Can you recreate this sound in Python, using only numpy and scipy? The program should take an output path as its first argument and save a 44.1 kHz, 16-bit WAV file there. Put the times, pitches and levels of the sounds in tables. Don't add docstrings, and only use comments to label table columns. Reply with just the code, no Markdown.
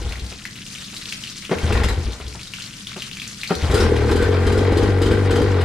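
import sys
import numpy as np
from scipy import signal
from scipy.fft import rfft, irfft, next_fast_len
from scipy.io import wavfile
from scipy.ndimage import uniform_filter1d, map_coordinates

SR = 44100
rng = np.random.default_rng(int(sys.argv[2]) if len(sys.argv) > 2 else 0)


def attenuation_scalar(level_db):
    decades = np.asarray(level_db, float) / 20
    return 10 ** decades


def master(y):
    cut = np.clip(np.atleast_2d(y).T, -1, 1)
    pcm = np.round(cut * 32767)
    wavfile.write(sys.argv[1], SR, pcm.astype(np.int16))


N = 248724

# start in seconds, peak in dB, pipe pitch in Hz, throat gas in dB.
CHUFFS = [(0.0, -18.5, 54.2, -9), (0.048, -11.5, 62.2, -15.5), (0.102, -15.5, 59.2, -25),
          (0.168, -25.5, 65.5, -9), (0.22, -16.5, 64, -19), (1.555, -23, 84, 1.5), (1.633, -7, 79, -7.5),
          (1.697, -14.5, 95, 0), (1.749, -7, 60.2, -7.5), (1.799, -9, 72.4, -8), (1.843, -3.5, 64.7, -17.5),
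          (1.897, -11, 51.6, -8), (1.968, -11.5, 82.3, -8.5), (2.056, -11.5, 58.6, -11),
          (2.209, -27, 71.3, -14), (2.253, -21, 64.7, -13), (3.556, -23, 75, -0.5), (3.626, -8, 81.4, -10),
          (3.694, -7, 78, -10), (3.727, -10, 77.6, -5.5)]
# start in seconds, rattle peak in dB, loosest part in Hz, bark in dB.
FIRED = [(1.7234, -19, 2640, -16), (1.835, -14.5, 2700, -26), (1.8839, -18.5, 3940, -21),
         (3.7093, -17, 3360, -18), (3.7396, -13, 4090, -8), (3.772, -15.5, 2650, -25),
         (3.8004, -14.5, 5500, -13.5), (3.826, -19, 2700, -26), (3.8509, -39, 2560, -10.5),
         (3.958, -23, 2800, -19), (4.111, -16.5, 3680, -7.5), (4.157, -18, 3110, -20),
         (4.2215, -19, 3480, -11), (4.2788, -31, 2560, -24), (4.4648, -18, 3160, -6),
         (4.5205, -19.5, 3030, -25), (4.575, -20, 3160, -17), (4.719, -23.5, 2950, -13.5),
         (4.7702, -17, 3230, -15), (4.8287, -21, 3130, -9.5), (5.0165, -16, 2950, -26),
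         (5.0592, -19, 3100, -11.5), (5.1105, -19, 3130, -7.5), (5.3065, -16, 3140, -15),
         (5.3556, -17.5, 3150, -15), (5.4159, -20, 3120, -8), (5.6076, -21, 2880, -45)]
# pitch in Hz, width in Hz, level in dB.
THROAT = [(219.4, 28.7, -2.5), (291, 46.4, -4.5), (344, 29, -0.5), (417.8, 36.4, 2), (459.4, 46, 2.5),
          (500.4, 52, -3.5), (809, 50, -20.5), (1190, 47, -20.5)]


def unit(x):
    return x / np.sqrt(np.mean(x ** 2) + 1e-20)


def along(points, hz):
    f, v = np.transpose(points)
    return np.interp(np.log(hz + 1), np.log(f + 1), v)


def curves(rows):
    s, *cols = np.transpose(rows)
    return [np.interp(np.arange(N) / SR, s, c) for c in cols]


def wobble(rate):
    knots = rng.standard_normal(int(N * rate / SR) + 4)
    return map_coordinates(knots, [np.arange(N) * rate / SR])


def filtered(x, response):
    m = next_fast_len(x.shape[-1] + 8192)
    return irfft(rfft(x, m) * response(np.fft.rfftfreq(m, 1 / SR)), m)[..., :x.shape[-1]]


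def resonances(modes):
    def response(f):
        total = 0
        for k, (centre, width, db) in enumerate(modes):
            damping = 1j * f * width
            total = total + (-1) ** k * attenuation_scalar(db) * damping / (centre * centre - f * f + damping)
        return total
    return response


def noise(spectrum, size=N):
    return unit(filtered(rng.standard_normal(size), lambda hz: attenuation_scalar(along(spectrum, hz))))


def fade(t, attack, t60):
    return (1 - np.exp(-t / attack)) * attenuation_scalar(-60 * t / t60)


def add(track, s, sound):
    part = track[max(round(s * SR), 0):][:len(sound)]
    part += sound[:len(part)]


def shocks(blows, fall):
    train = np.zeros(N)
    for s, size in blows:
        train[round(s * SR)] = size
    falling = signal.lfilter([1], [1, -np.exp(-1 / (fall * SR))], train)
    return uniform_filter1d(falling, size=260, origin=129)


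def firings():
    return [(s, attenuation_scalar(.5 * (bark_db + 4))) for s, _, _, bark_db in FIRED]


def hum():
    # frequency in Hz, noise density in dB per Hz.
    rumble_spectrum = [(12, -40), (20, 0), (100, -1.5), (210, 5), (330, -8.5), (448, -13), (700, -41),
                       (1300, -120)]
    # tone in Hz, level in dB rms.
    far_machine = [(113.0, -48.5), (134.6, -51), (177.6, -64), (199.2, -49.5), (269.2, -78), (312.2, -60.5)]
    t = np.arange(N) / SR
    tones = np.zeros(N)
    for hz, db in far_machine:
        level = attenuation_scalar(db + 1.0 + 2.1 * wobble(4.0))
        tones += level * np.sin(2 * np.pi * hz * t + 0.72 * wobble(4.23))
    return attenuation_scalar(-44) * np.array([noise(rumble_spectrum), noise(rumble_spectrum)]), tones


def blend(pair):
    # frequency in Hz, left-right likeness from 0 to 1.
    likeness = [(60, 0.98), (240, 0.93), (950, 0.59), (3770, 0.66), (15000, 0.046)]

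    def mid_side(hz):
        angle = np.arccos(np.clip(along(likeness, hz), -1, 1)) / 2
        return np.array([np.cos(angle), np.sin(angle)])
    mid, side = filtered(pair, mid_side)
    return np.array([mid + side, mid - side])


def wall(x):
    # frequency in Hz, decay t60 in seconds.
    decay = [(100, 0.55), (1000, 0.32), (10000, 0.29)]
    hz, t, z = signal.stft(rng.standard_normal((2, SR // 3)), SR, nperseg=256)
    tail = signal.istft(z * attenuation_scalar(-60 * t / along(decay, hz)[:, None]), SR, nperseg=256)[1]
    late = np.pad(x, (200, 0))[None]
    return signal.fftconvolve(late, tail / np.linalg.norm(tail[0]), axes=1)[:, :N]


def splats(times, levels_db, pitches, cycles, length):
    t = np.arange(length)[None] / SR
    u = t * (pitches / cycles)[:, None]
    tone = np.sin(2 * np.pi * pitches[:, None] * t * (1 + 0.005 * u))
    burst = attenuation_scalar(levels_db)[:, None] * np.e * u * np.exp(-u) * tone
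    at = (times * SR).astype(int)[:, None] + np.arange(length)
    return np.bincount(at.ravel(), burst.ravel(), N + 2 * length)[:N]


def water():
    # time in seconds, level of the bed in dB.
    bed_level = [(0.0, -37), (0.16, -40), (0.47, -38.5), (0.96, -35), (1.11, -34), (1.55, -37.5), (1.76, -36.5),
                 (1.96, -39.5), (2.21, -41.5), (2.58, -37.5), (3.69, -36.5), (3.86, -38.5), (4.79, -41),
                 (5.29, -41), (5.64, -43.5)]
    # frequency in Hz, density of the bed in dB per Hz.
    spray = [(240, -85), (450, -10.5), (861, -14.5), (1280, -4.5), (2720, -4.5), (5330, -4), (9540, -10),
             (15600, -28)]
    # start in seconds, peak
    # in dB, pitch in Hz.
    big_drops = [(0.0916, -21.5, 3900), (0.1231, -19.5, 2610), (0.156, -24, 2040), (0.195, -22.5, 3930),
                 (0.2643, -25, 4400), (0.325, -24, 2420), (0.4529, -16, 2030), (0.5566, -23.5, 2710),
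                 (0.6365, -39, 4240), (0.6643, -22, 3360), (0.726, -23, 6000), (0.7512, -20.5, 2990),
                 (0.785, -24, 3730), (0.8195, -28, 3200), (0.846, -21, 3980), (0.9656, -16, 3820),
                 (1.0146, -27, 4140), (1.055, -24, 3370), (1.0925, -18, 4140), (1.124, -12, 2620),
                 (1.2378, -18.5, 3080), (1.273, -19.5, 4170), (1.2994, -21, 5030), (1.3917, -27, 4020),
                 (1.424, -24.5, 2120), (1.4507, -21.5, 2720), (1.494, -28, 2780), (1.515, -25, 1340),
                 (1.585, -17.5, 2400), (1.6305, -20, 3040), (1.7245, -15, 2430), (1.767, -33, 1440),
                 (1.8343, -15.5, 1900), (1.8859, -16, 1930), (2.0386, -34, 1300), (2.1208, -23, 3980),
                 (2.2802, -22.5, 4300), (2.432, -21, 4600), (2.4726, -24, 3770), (2.5366, -17.5, 2640),
                 (2.607, -23, 2930), (2.6215, -19, 4190), (2.7095, -26, 2630), (2.7392, -28, 2760),
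                 (2.769, -24, 5150), (2.816, -38, 4010), (2.8703, -18, 3180), (2.9652, -23.5, 2780),
                 (3.021, -14, 2930), (3.1138, -20, 2820), (3.17, -20, 2440), (3.1986, -17, 3200),
                 (3.2183, -17, 2360), (3.2765, -18.5, 6300), (3.3732, -37, 2860), (3.4142, -18.5, 3820),
                 (3.4336, -13.5, 2360), (3.475, -16, 4110), (3.5035, -19, 1490), (3.5522, -15.5, 4170),
                 (0.98, -27, 8900),
        (1.775, -21, 4000),
        (2.2, -31, 1350),
        (2.585, -27, 1400),
        (2.918, -28, 1300),
        (3.132, -25, 2900),
        (3.444, -22, 2600),
        (3.62, -24, 4000),
        (3.646, -23, 1330),
    ]
    z = signal.stft(rng.standard_normal((2, N)), nperseg=256)[2]
    field = uniform_filter1d(uniform_filter1d(rng.standard_normal(z.shape[1:]), 8, 0), 8, 1)
    hiss = unit(signal.istft(z * attenuation_scalar(1.6 * unit(field)), nperseg=256)[1][:, :N])
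    small = []
    for g, clump in zip(rng.random((2, 5600, 4)), rng.random((2, 800, 2)).repeat(7, 1)):
        times = np.clip(clump[:, 0] * N / SR + .03 * g[:, 0], 0, N / SR)
        size_db = np.minimum(-5 * np.log(g[:, 1]), 11)
        pitches = 1900 * 5.5 ** clump[:, 1] * 1.97 ** g[:, 2]
        cycles = .35 + 1.2 * g[:, 3] ** 2
        small.append(splats(times, size_db, pitches, cycles, length=130))
    gust_db = .7 * wobble(14) + 1.3 * wobble(45)
    bed = filtered(hiss + 0.71 * unit(np.array(small)), lambda hz: attenuation_scalar(along(spray, hz)))
    bed = unit(bed) * attenuation_scalar(curves(bed_level)[0] - 1.0 + gust_db)

    drops = np.array(big_drops)
    s, db, hz = drops.T
    pan_db = 1.5 * rng.standard_normal(len(s))
    big = np.array([splats(s, db - 2.5 + side * pan_db / 2, hz, 1.25 + 0 * s, length=600) for side in (1, -1)])
    t = np.arange(SR // 8) / SR
    for at, level, centre in drops:
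        splash = noise([(centre / 5.1, -30), (centre, 0), (centre * 1.54, -7), (15000, -22)], size=len(t))
        splash *= attenuation_scalar(level - 21.5) * (fade(t, 0.00042, 0.093) + 2.14 * fade(t, 0.00051, 0.031))
        add(big[0], at, splash)
        add(big[1], at, splash)
    return bed, big


def knocks():
    # start in seconds, peak in dB, t60 in seconds, brightness in dB.
    blows = [
        (0.317, -19, 0.2, -11),
        (0.93, -27, 0.22, 1),
        (1.494, -10.5, 0.095, -10),
        (1.513, 3, 0.29, -8),
        (1.529, -4, 0.043, -14),
        (2.201, -15.5, 0.087, -6),
        (2.349, -20, 0.25, -3),
        (2.962, -16, 0.4, -3),
        (3.507, 2.5, 0.22, -7.5),
        (3.519, -5.5, 0.21, -25),
    ]
    # pitch in Hz, level in dB, t60 in seconds.
    cowl = [(175, 7.5, 0.28), (387, 4, 0.24), (541, -0.5, 0.031), (896, -32, 0.32), (1350, 3, 0.028),
            (1610, -25, 0.16), (2116, -9, 0.12), (3400, -18, 0.071)]
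    out, t = np.zeros(N), np.arange(SR // 4) / SR
    for s, db, t60, bright_db in blows:
        ring = np.zeros(len(t))
        for hz, level, long in cowl:
            ring += attenuation_scalar(level + 2 * rng.normal() - 60 * t / long) * np.sin(2 * np.pi * hz * t)
        spectrum = [(150, -1.0), (400, 1.0), (1500, -6.0 + bright_db), (4000, -20.5 + bright_db), (9000, -61)]
        crack = noise(spectrum, size=len(t))
        hand = 0.034 + 0.46 / (1 + (t / 0.028) ** 4)
        add(out, s, attenuation_scalar(db - 11.0) * (0.59 * ring + crack) * fade(t, 0.00072, t60) * hand)
    return filtered(out, lambda hz: 1 / (1 + (135 / (hz + 1)) ** 6))


def chatter():
    # start in seconds, length in seconds, pitch in Hz, level in dB.
    spells = [
        (3.735, 0.13, 1450, -29),
        (4.177, 0.11, 1565, -27.5),
        (4.529, 0.065, 1450, -32.5),
        (5.06, 0.031, 1470, -32),
        (5.117, 0.042, 1570, -30.5),
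    ]
    out = np.zeros(N)
    for s, length, hz, db in spells:
        size = round(length * SR)
        ring = unit(filtered(rng.standard_normal(SR // 4), resonances([(hz, 70, 0)])))[:size]
        add(out, s, attenuation_scalar(db) * np.sqrt(np.hanning(len(ring))) * ring)
    return out


def spin():
    # pawl grabs, full speed and let go in seconds, casing at full speed in dB.
    pulls = [
        (-.3, -.1, 0.071, -39.5),
        (1.508, 1.728, 1.782, -26.5),
        (3.494, 3.726, 5.7, -27.5),
    ]
    t = np.arange(N) / SR
    kick_db = 4 * shocks(firings(), .022)
    kick_db += 4 * shocks([(s, 1) for s, *_ in CHUFFS], 0.022)
    gain = np.zeros(N)
    for grab, full, free, db in pulls:
        wind_up_db = -13 * np.clip((full - t) / (full - grab), 0, 1)
        jerk_db = 9 * np.exp(-np.abs(t - grab) / 0.014)
        run_down_db = -46 * np.maximum(t - free, 0)
        gain += (t > grab) * attenuation_scalar(db + wind_up_db + jerk_db + run_down_db)
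    return attenuation_scalar(kick_db) * gain


def casing(turn):
    # pitch in Hz, width in Hz, level in dB.
    block_modes = [(815, 80, -1), (1045, 60, -3), (1420, 50, -1), (1560, 80, -3), (1930, 200, -6),
                   (2450, 100, -10), (3200, 120, -13), (5050, 300, -21)]
    # frequency in Hz, density of the whirr in dB per Hz.
    whirr = [(350, -18), (600, -4), (923, -8), (1960, -12.5), (3700, -23.5), (4230, -23), (12100, -102),
             (15000, -86)]
    beat = attenuation_scalar(3.3 * np.cos(2 * np.pi * turn) + 1.6 * wobble(30))
    block = unit(filtered(rng.standard_normal(N) * beat, resonances(block_modes)))
    sound = unit(.75 * block + beat * noise(whirr))
    return sound * spin() * attenuation_scalar(-3.5)


def chuffs():
    out, t = np.zeros(N), np.arange(SR // 3) / SR
    for s, db, hz, throat_db in CHUFFS:
        t60 = 0.28 * attenuation_scalar(-0.29 * (db + 9.5))
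        pipe = np.sin(2 * np.pi * hz * t) + 0.36 * np.sin(2 * np.pi * 1.56 * hz * t + 0.96)
        gas = unit(filtered(rng.standard_normal(len(t)), resonances(THROAT)))
        add(out, s, attenuation_scalar(db - 2.0) * fade(t, 0.0026, t60) * (pipe + attenuation_scalar(throat_db - 4.5) * gas))
    return out


def barks():
    # start in seconds, peak in dB.
    pulses = [(3.736, -9.5), (3.798, -12), (3.823, -8), (3.853, -10), (3.898, -13), (3.922, -3),
              (4.105, -10.5), (4.135, -20), (4.152, -17), (4.202, -11), (4.226, -6.5), (4.293, -19),
              (4.351, -8.5), (4.467, -9), (4.53, -11), (4.557, -9), (4.575, -4), (4.615, -8), (4.681, -14),
              (4.706, -11), (4.725, -2), (4.77, -4.5), (4.796, -7), (4.831, -6.5), (4.855, -16),
              (4.891, -8), (5.019, -5.5), (5.043, -13), (5.061, -6), (5.086, -11), (5.122, -6), (5.308, -9),
              (5.331, -4), (5.373, -13), (5.411, -4), (5.433, -16)]
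    # start in seconds, peak in dB.
    pops = [
        (1.644, -18),
        (1.703, -17),
        (1.756, -25),
        (1.801, -18),
        (1.86, -15.5),
        (3.645, -25),
        (3.699, -15),
    ]
    # pitch in Hz, width in Hz, level in dB.
    mouth = [(308, 76, -5.5), (361, 60, -3), (431, 43, 3.5), (517, 137, -6.5), (770, 68, -16.5)]
    out, t = np.zeros(N), np.arange(SR // 10) / SR
    for s, db in pulses:
        push = (3.7 + rng.standard_normal(len(t))) * t * np.exp(-t / 0.0041 * 3)
        ring = filtered(push, resonances(mouth))
        add(out, s - .004, attenuation_scalar(-5.5 + .9 * db) * ring / np.abs(ring).max())
    u = t * 714 * 2
    for s, db in pops:
        add(out, s, attenuation_scalar(db - 0.5) * (1 - u) * u * np.exp(-u) * 4)
    return out


def fired():
    # frequency in Hz, density of the blast in dB per Hz.
    bang = [(350, -26), (600, 2), (1520, 10.5), (2650, -2), (3300, 4), (4960, -2), (8100, -27.5),
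            (15600, -47)]
    # pitch in Hz, width in Hz, level in dB.
    port = [(294, 53, -3.5)]
    out, t = np.zeros(N), np.arange(SR // 4) / SR
    muffled = lambda f: resonances(THROAT + port)(f) / (1 + 1j * f / 1200) ** 2
    pipe = 0.75 * np.sin(2 * np.pi * 55 * t) + 1.09 * np.sin(2 * np.pi * 72 * t)
    thump = fade(t, .008, .17) * pipe
    for s, db, hz, throat_db in FIRED:
        bracket_hz = 5010 * rng.uniform(0.94, 1.04)
        thump_db = -12.5 + 0.34 * (throat_db + 12.5)
        hold_s = 0.018 * attenuation_scalar(.5 * (db + 21.5))
        hold = fade(t, 0.0017, 0.24) / (1 + (t / hold_s) ** 4)
        parts = [(hz, 130, 0), (1460, 60, -5), (bracket_hz, 220, -7), (rng.uniform(3700, 4200), 200, -8),
                 (6400, 200, -13), (rng.uniform(7800, 8600), 600, -15),
                 (rng.uniform(9200, 10200), 700, -18), (12200, 1800, -27)]
        loose = unit(filtered(rng.standard_normal(len(t)), resonances(parts)))
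        tilt = 0.41 * (db + 15.5)
        blast = noise([(f, level + tilt * np.log2(f / 3000)) for f, level in bang], size=len(t))
        contacts = np.repeat(rng.standard_normal(len(t) // 60 + 1), 60)[:len(t)]
        grit = uniform_filter1d(attenuation_scalar(2.8 * contacts), size=24)
        rattle = unit(loose + unit(grit * blast))
        bark = unit(filtered(rng.standard_normal(len(t)) * fade(t, 0.00043, 0.023), muffled))
        add(out, s, attenuation_scalar(db - 9.0) * hold * rattle + attenuation_scalar(throat_db - 22.0) * bark + attenuation_scalar(thump_db) * thump)
    return out


def running():
    # start in seconds, strokes a second there, end in seconds, strokes a second there.
    bursts = [
        (3.74, 44.5, 3.8, 46),
        (4.06, 36.5, 4.28, 47.6),
        (4.45, 43.8, 4.6, 48),
        (4.74, 45.8, 4.87, 50.3),
        (5.0, 46.5, 5.175, 50),
        (5.3, 46.5, 5.445, 49.9),
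        (5.64, 43.5, 5.8, 49),
    ]
    t = np.arange(N) / SR
    rate, load = curves([row for s, slow, end, fast in bursts for row in ((s, slow, 0), (end, fast, 1))])
    strain = np.where(np.gradient(load) > 0, np.sqrt(load), load ** 4)
    rate = rate - 7 * load * (1 - load) * (t < bursts[1][0])
    under = np.maximum(46.5 - rate, 0)
    turn = np.cumsum(rate * (1 + .006 * wobble(14))) / SR

    second_db = -13.5 - 3.5 * strain - .5 * under
    third_db = -30.5 - 2.5 * strain + 1.22 * under
    orders = attenuation_scalar(second_db) * np.sin(4 * np.pi * turn) + attenuation_scalar(third_db) * np.sin(6 * np.pi * turn + 1.7)
    orders *= attenuation_scalar(-19 * shocks(firings(), 0.0078))
    orders += attenuation_scalar(-31 + 3.5 * wobble(10)) * np.sin(2 * np.pi * turn)

    at = np.flatnonzero(np.diff(np.floor(turn)))
    luck = rng.standard_normal((len(at), 2))
    late = (.00012 * luck[:, 0] * SR).astype(int)
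    uneven_db = 1.2 * (-1) ** np.arange(len(at)) + 1.3 * luck[:, 1]
    puffs = np.zeros(N)
    puffs[np.clip(at + late, 0, N - 1)] = attenuation_scalar(uneven_db)
    puffs += 0.43 * np.roll(puffs, round(0.01022 * SR))
    gush = rng.standard_normal(N) * np.exp(-2.5 * (turn % 1))
    clean = unit(filtered(puffs, resonances(THROAT)))
    rough = unit(filtered(gush, resonances(THROAT)))
    gas = unit(clean + (.33 + .5 * strain) * rough)
    gas_db = -23.5 + 1.5 * load + 0.17 * under
    caught = np.clip((t - bursts[0][0]) / 0.015, 0, 1)
    return caught * (orders + attenuation_scalar(gas_db) * gas), turn


def scene():
    exhaust, turn = running()
    motor = exhaust + casing(turn) + chuffs() + barks() + fired() + chatter() + knocks()
    bed, big = water()
    echo = filtered(wall(motor + big.mean(0)), lambda hz: hz / (hz + 1500) / (1 + (hz / 15000) ** 2))
    rumble, tones = hum()
    return motor + big + tones + attenuation_scalar(2.0) * echo + blend(bed + rumble)


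def low_pass(x):
    return signal.sosfilt(signal.butter(12, 15730, fs=SR, output="sos"), x)


def record(dry):
    # frequency in Hz, left over right in dB.
    left_db = [(60, 2.5), (240, 2), (950, 2.0), (3770, 4), (15000, -0.5)]

    def lean(hz):
        lag = np.pi * hz / SR / (1 + (hz / 12000) ** 2)
        return attenuation_scalar(np.outer([.5, -.5], along(left_db, hz))) * np.exp(np.outer([-1j, 1j], lag))
    picked = filtered(dry, lean)
    squeezed = picked / (1 + np.abs(picked / .95) ** 4) ** (1 / 4)
    limited = filtered(squeezed, lambda hz: (hz < 15730) / (1 + (hz / 15000) ** 12))
    return low_pass(limited)


dry = scene()
out = record(dry)
master(out)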